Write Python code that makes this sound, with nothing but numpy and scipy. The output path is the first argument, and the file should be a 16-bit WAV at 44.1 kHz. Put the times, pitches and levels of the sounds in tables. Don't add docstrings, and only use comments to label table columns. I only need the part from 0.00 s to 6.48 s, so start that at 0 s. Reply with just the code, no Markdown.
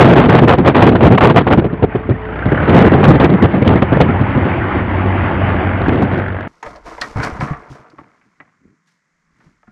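import sys
import numpy as np
from scipy import signal
from scipy.fft import rfft, irfft, next_fast_len
from scipy.io import wavfile
from scipy.ndimage import uniform_filter1d, map_coordinates

SR = 44100
rng = np.random.default_rng(int(sys.argv[2]) if len(sys.argv) > 2 else 0)


def elevation(decibels):
    levels = np.asarray(decibels, float)
    return 10 ** (levels / 20)


def transcribe(u):
    v = np.clip(np.atleast_2d(u).T, -1, 1)
    q = np.round(v * 32767).astype(np.int16)
    wavfile.write(sys.argv[1], SR, q)


N = 285710

# (time [s], firing rate [Hz], power [dB], once-a-turn bark depth [0-1])
ENGINE = [(0, 61.13, -30, 0.8), (1.2, 54.3, -39.5, 0), (1.6, 53.27, -38, 0.4), (2.2, 54.84, -35, 0.3),
          (2.33, 57.7, -31.5, 0.7), (2.44, 61.87, -28, 0.6), (2.55, 70.3, -22.5, 0.8),
          (2.8, 84.42, -22.5, 0.2), (3.1, 94.7, -26.5, 0.5), (3.6, 96.5, -29, .1), (4.2, 95.33, -25, 0.2),
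          (5, 94.8, -24.5, .1), (5.7, 94.69, -22, 0.4), (6.1, 94.84, -21.5, .4), (6.22, 95.08, -19, .75),
          (6.35, 95.16, -18.5, .85), (6.48, 96, -21, 0.6)]
# (multiple of shaft speed [1], level [dB])
SHAFT_ORDERS = [(1, -16), (2, -1.5), (3, -19.5), (4, -10.5), (5, -13.5), (6, -19), (7, -17.5), (8, -17)]
# (frequency [Hz], density [dB per Hz])
RASP_SPECTRUM = [(180, -34.5), (300, -9), (327, 0), (376, -2), (401, -10.5), (427, -13.5), (451, -10.5),
                 (868, -3), (998, -8.5), (1100, -8), (1600, -14.5), (2980, -22), (3900, -35), (5070, -79.5),
                 (8580, -120)]
# (frequency [Hz], density [dB per Hz])
BARK_SPECTRUM = [(250, -28), (550, -4), (1050, -17), (1450, 0), (1750, -2), (2100, -9), (2600, -22),
                 (4000, -32)]
# (frequency [Hz], width [Hz], gain [dB])
COWL_RESONANCES = [(850, 250, 0), (1620, 230, 4), (2080, 240, 6)]
# (frequency [Hz], density [dB per Hz])
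WASH_SPECTRUM = [(18, -58), (30, -17), (86, 8), (144, -3), (301, -3), (326, -8.5), (402, -11.5), (700, -13),
                 (910, -50.5), (1540, -120)]
# (time [s], length [s], strength
# [dB], sharpness [0-1])
GUSTS = [(0, 0.033, -3.5, 0.84), (0.043, 0.095, -4, 0.61), (0.156, 0.093, -5.5, 0.74),
         (0.258, 0.041, -8, .35), (0.287, 0.11, -6, 0.76), (0.418, 0.022, -3.5, .3),
         (0.476, 0.061, -4.5, 0.82), (0.58, .014, -4.5, 0.4), (0.601, 0.0058, -10.5, 0.1),
         (0.649, .05, -3, 0.69), (.747, 0.075, -6, 0.79), (0.825, 0.072, -4, 0.62),
         (0.916, .025, -9, 0.3), (0.952, 0.014, -7, 0.7), (1.008, 0.023, -4.5, 0.57),
         (1.033, .046, -3.5, 0.51), (1.105, 0.047, -3, 0.3), (1.177, 0.0066, -7, 1),
         (1.208, 0.047, -5, 0.83), (1.27, 0.038, -3, 0.62), (1.345, 0.018, -11, 0.6),
         (1.363, 0.037, -1, 0.66), (1.468, 0.014, -5.5, 0.7), (1.505, 0.036, -3.5, .6),
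         (1.576, 0.024, -8.5, 0.3), (1.644, 0.0059, -4, .3), (1.733, 0.0029, -8.5, 0.2),
         (1.824, .018, -8, .4), (1.95, 0.014, -10.5, 0.3), (2.092, 0.023, -7.5, 0.01),
         (2.46, .0061, -8.5, 0.087), (2.519, 0.016, -10.5, 0.23), (2.622, 0.016, -12, 0.64),
            (2.678, 0.059, -9, 0.66), (2.744, 0.03, -3, 0.4), (2.781, .045, -6.5, .6),
            (2.825, 0.054, -8, 0.57), (2.919, 0.041, -5.5, .45), (2.978, 0.033, -8.5, .25),
            (3.03, 0.025, -4, 0.76), (3.082, 0.027, -0.4, 0.26), (3.111, .047, -6.5, 0.48),
            (3.199, 0.059, -3.9, 0.57), (3.293, 0.059, -8.5, 0.24), (3.425, .029, -2.5, 0.33),
            (3.487, .041, -18.5, 0.86), (3.54, .04, -8.5, 0.27), (3.594, .0098, -17.5, 0.061),
            (3.62, 0.0082, -5.5, 0.24), (3.649, .046, -9.5, 0.58), (3.703, .036, -4.5, 0.46),
            (3.758, .024, -11, .52), (3.821, 0.0046, -3, 0.54), (3.923, .015, -3, 0.28),
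            (3.958, 0.011, -13.5, 0.22), (4.003, .026, -3.5, .6), (4.06, 0.015, -20, .15),
            (4.088, 0.013, -6, .02), (4.143, 0.0051, -14.5, .4), (4.194, 0.023, -12, .2),
         (4.35, 0.029, -10, 0.085), (4.454, 0.016, -10.5, 0.22), (4.75, 0.014, -17.5, .1),
            (5.06, 0.01, -17, 0.12), (5.882, 0.012, -3, 0.33), (5.922, 0.036, -7.5, .3),
            (5.976, 0.065, -9, .4), (6.021, 0.025, -12, 0.26), (6.066, 0.022, -17, 0.55),
            (6.115, .034, -12.5, 0.71), (6.17, 0.021, -12, 0.33)]
# (frequency [Hz], density [dB per Hz])
THUMP_SPECTRUM = [(30, -31), (70, -1.5), (130, 7), (220, 2), (380, -1.5), (700, -21.5), (1500, -39.5)]
# (frequency [Hz], density [dB per Hz])
SLAP_SPECTRUM = [(120, -25.5), (250, -4), (450, 1), (750, -4), (1200, -20), (2500, -46.5)]
# (frequency [Hz], density [dB per Hz])
TEAR_SPECTRUM = [(300, -12.5), (700, 6.5), (1200, 5.5), (2000, -2), (3200, -9), (4500, -16), (6000, -30)]
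# (time [s], crack level [dB])
SNAPS = [(1.6439, -27.5), (1.7283, -33), (1.8269, -36), (2.1097, -30.5), (2.4575, -30.5), (3.0429, -12),
         (3.301, -15.5), (3.4417, -13.5), (3.6772, 0.5), (3.8225, -13.5), (4.0124, -5.5), (4.3756, -25.5),
         (5.8832, -21.5), (5.9203, -21), (5.9759, -22), (6.1342, -19), (6.1918, -23), (6.3224, -29),
         (3.2005, -11), (3.2445, -7.5), (4.0195, -7.5), (4.212, -25.5), (5.816, -19)]
# (time [s], level [dB])
WAKE = [
    (0, -39),
    (2.2, -39),
    (2.5, -30),
    (2.8, -31),
    (5.6, -33),
    (6.48, -38),
]
# (time [s], frequency [Hz], level [dB])
HUM = [(1.5, 436, -66.5), (1.7, 435, -31.5), (2, 438.3, -33), (2.3, 434.6, -31), (2.45, 446.4, -38),
       (2.6, 441, -63.5)]
# (frequency [Hz], gain [dB])
MIRROR_LEAK = [(3900, -12), (4000, -2), (4100, -4), (4300, -8), (4700, -19), (5000, -29), (5300, -45),
               (5600, -80)]
# (time [s], gain [1])
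FADE = [(0, 1), (5.5, 1), (6.75, 0)]

BARK_S = 6.325
TONE_DB, TONE_BARK_DB = 6, -1
WASH_DB, WASH_BARK_DB = 8, -4
HIT_S, LET_GO_S = 0.001, 0.0096
LINGER_S, LINGER_DB, LINGER_TEAR_DB = 0.12, -10.5, -17
TEAR_DB, TEAR_SHARP_DB = -22.5, 20
TEAR_GROWS_DB_PER_DB = 0.46
PUSH_DB, PUSH_GROWS_DB_PER_DB = 3, 0.45
SAMPLING_HZ = 8000


def unit(x):
    return x / np.sqrt(np.mean(x ** 2) + 1e-20)


def curves(rows):
    s, *cols = np.transpose(rows)
    return [np.interp(np.arange(N) / SR, s, c) for c in cols]


def wobble(rate_hz):
    return map_coordinates(rng.standard_normal(4000), [np.arange(N) * rate_hz / SR])


def filtered(x, response):
    m = next_fast_len(N + SR // 2)
    spectrum = rfft(x, m) * response(np.fft.rfftfreq(m, 1 / SR))
    return irfft(spectrum, m)[..., :N]


def coloured(x, spectrum):
    f, db = np.transpose(spectrum)

    def response(hz):
        return elevation(np.interp(np.log(hz + 1), np.log(f + 1), db, left=-120, right=-120))

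    return unit(filtered(x, response))


def patchy(patch_db):
    z = signal.stft(rng.standard_normal(N + 512), nperseg=512)[2]
    field = uniform_filter1d(rng.standard_normal(z.shape), size=4, axis=0)
    field = uniform_filter1d(field, size=8, axis=1)
    return signal.istft(z * elevation(patch_db * unit(field)), nperseg=512)[1][:N]


def evened(x, span_s, share):
    power = np.abs(uniform_filter1d(x ** 2, round(span_s * SR)))
    return unit(x / (power + 0.02) ** (share / 2))


def clip(x, top, hard):
    return x / (1 + np.abs(x / top) ** hard) ** (1 / hard)


def cowl_gain(hz):
    return 1 + sum((elevation(db) - 1) / (1 + ((hz - c) / w) ** 2) for c, w, db in COWL_RESONANCES)


def exhaust(turns, bark):
    once = unit(np.exp(-4 * (turns % 1)) * elevation(1.2 * wobble(45)))
    each = 1 + 0.15 * np.cos(4 * np.pi * turns)
    puff = coloured(patchy(3) * once, BARK_SPECTRUM)
    pulse = coloured(once, BARK_SPECTRUM)
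    barks = unit(puff + 0.7 * pulse)
    steady = unit(filtered(coloured(patchy(1.6) * each, RASP_SPECTRUM), cowl_gain))
    share = np.clip(bark, 0, 1)
    return np.sqrt(1 - share ** 2) * steady + share * barks


def engine():
    firing_hz, power_db, bark = curves(ENGINE)
    turns = np.cumsum(firing_hz * (1 + 0.006 * wobble(9))) / (2 * SR)
    turns = turns - turns[round(BARK_S * SR)]
    tones = np.zeros(N)
    for order, db in SHAFT_ORDERS:
        tones += elevation(db + 0.89 * wobble(14)) * np.sin(2 * np.pi * (order * turns + rng.random()))
    rasp = exhaust(turns, bark)
    wash = coloured(patchy(0.79) * elevation(0.26 * wobble(21)), WASH_SPECTRUM)
    wash = evened(wash, span_s=0.23, share=0.79)
    tone_gain = np.sqrt(2) * elevation(power_db + TONE_DB + TONE_BARK_DB * bark)
    rasp_gain = elevation(power_db + 3.5 + 1.0 * wobble(14))
    wash_gain = elevation(power_db + WASH_DB + WASH_BARK_DB * bark)
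    return tone_gain * tones + rasp_gain * rasp + wash_gain * wash


def gust_gains():
    t = np.arange(N) / SR
    thump, slap, tear = np.zeros((3, N))
    for s, length_s, db, sharp in GUSTS:
        near = slice(max(round((s - 0.05) * SR), 0), round((s + length_s + 0.15) * SR))
        rise = np.minimum(t[near] - s, 0) / HIT_S
        release = np.maximum(t[near] - s - length_s, 0) / LET_GO_S
        shape = np.exp(rise - release)
        small = np.clip(sharp, 0, 1)
        thump[near] += elevation(db + 1.5) * np.sqrt(1 - small) * shape
        slap[near] += elevation(db - 2.9) * np.sqrt(small) * shape
        tear_db = db + TEAR_GROWS_DB_PER_DB * (db + 6) + TEAR_DB + TEAR_SHARP_DB * sharp
        tear[near] += elevation(tear_db) * shape ** 1.4

    def linger(gain, db):
        return elevation(db) * uniform_filter1d(gain, round(LINGER_S * SR))

    return (thump + linger(thump + slap, LINGER_DB),
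            slap + linger(slap, LINGER_TEAR_DB),
            tear + linger(tear, LINGER_TEAR_DB))


def gusts():
    thump, slap, tear = gust_gains()
    flutter = wobble(70)

    def eddies(spectrum):
        flow = evened(coloured(rng.standard_normal(N), spectrum), span_s=0.016, share=0.75)
        return unit(elevation(3.1 * flutter) * flow)

    lumps = elevation(2.5 * flutter + 3.4 * wobble(300)) * rng.standard_normal(N)
    high = evened(coloured(lumps, TEAR_SPECTRUM), span_s=0.044, share=0.35)
    return thump * eddies(THUMP_SPECTRUM) + slap * eddies(SLAP_SPECTRUM) + tear * high


def snaps():
    out = np.zeros(N + 1000)
    t = np.arange(800) / SR
    u = t / 0.0012
    for s, crack_db in SNAPS:
        push = np.sign(rng.standard_normal()) * u * (2 - u) * np.exp(1 - u)
        crack = np.exp(-t / 0.0028) * rng.standard_normal(len(t))
        push_gain = elevation(PUSH_DB + PUSH_GROWS_DB_PER_DB * crack_db)
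        out[round(s * SR):][:len(t)] += push_gain * push + elevation(crack_db + 3.5) * crack
    return out[:N]


def wake(count):
    when, pitch, size = rng.random((3, count))
    hz = 900 * 2.5 ** pitch[:, None]
    t = np.arange(1300) / SR
    u = t * hz / 16
    tone = np.sin(2 * np.pi * hz * t * (1 + 0.04 * u))
    blips = tone * u * np.exp(-2 * u) * elevation(-5 * np.log(size + 0.06))[:, None]
    at = (when * N).astype(int)[:, None] + np.arange(len(t))
    water = np.bincount(at.ravel(), blips.ravel(), N + len(t))[:N]
    return elevation(curves(WAKE)[0]) * unit(water)


def panel():
    hz, db = curves(HUM)
    phase = 2 * np.pi * np.cumsum(hz + 4 * wobble(12)) / SR
    return np.sqrt(2) * elevation(db + 2.5 * wobble(16)) * np.sin(phase)


def scene():
    return (engine() + gusts() + snaps() + wake(count=520) + panel())[None]


def camera_band(hz):
    high_pass = 1j * hz / (55 + 1j * hz)
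    low_pass = 1 / np.sqrt(1 + (hz / 3650) ** 14)
    edge = np.clip((SAMPLING_HZ / 2 + 100 - hz) / 200, 0, 1) ** 0.5
    return high_pass * low_pass * edge


def mirror_gain(hz):
    f, db = np.transpose(MIRROR_LEAK)
    return elevation(np.interp(hz, f, db, left=-120, right=-120))


def top_cut(x):
    return signal.sosfilt(signal.butter(12, 15400, fs=SR, output="sos"), x)


def record(dry):
    capsule = clip(dry, top=1.7, hard=2.5)
    kept = filtered(capsule, camera_band)
    mirrored = 2 * kept * np.cos(2 * np.pi * SAMPLING_HZ * np.arange(N) / SR)
    leak = filtered(mirrored, mirror_gain)
    clipped = clip(kept + leak, top=0.965, hard=22)
    return top_cut(clipped * curves(FADE)[0])


dry = scene()
out = record(dry)
transcribe(out)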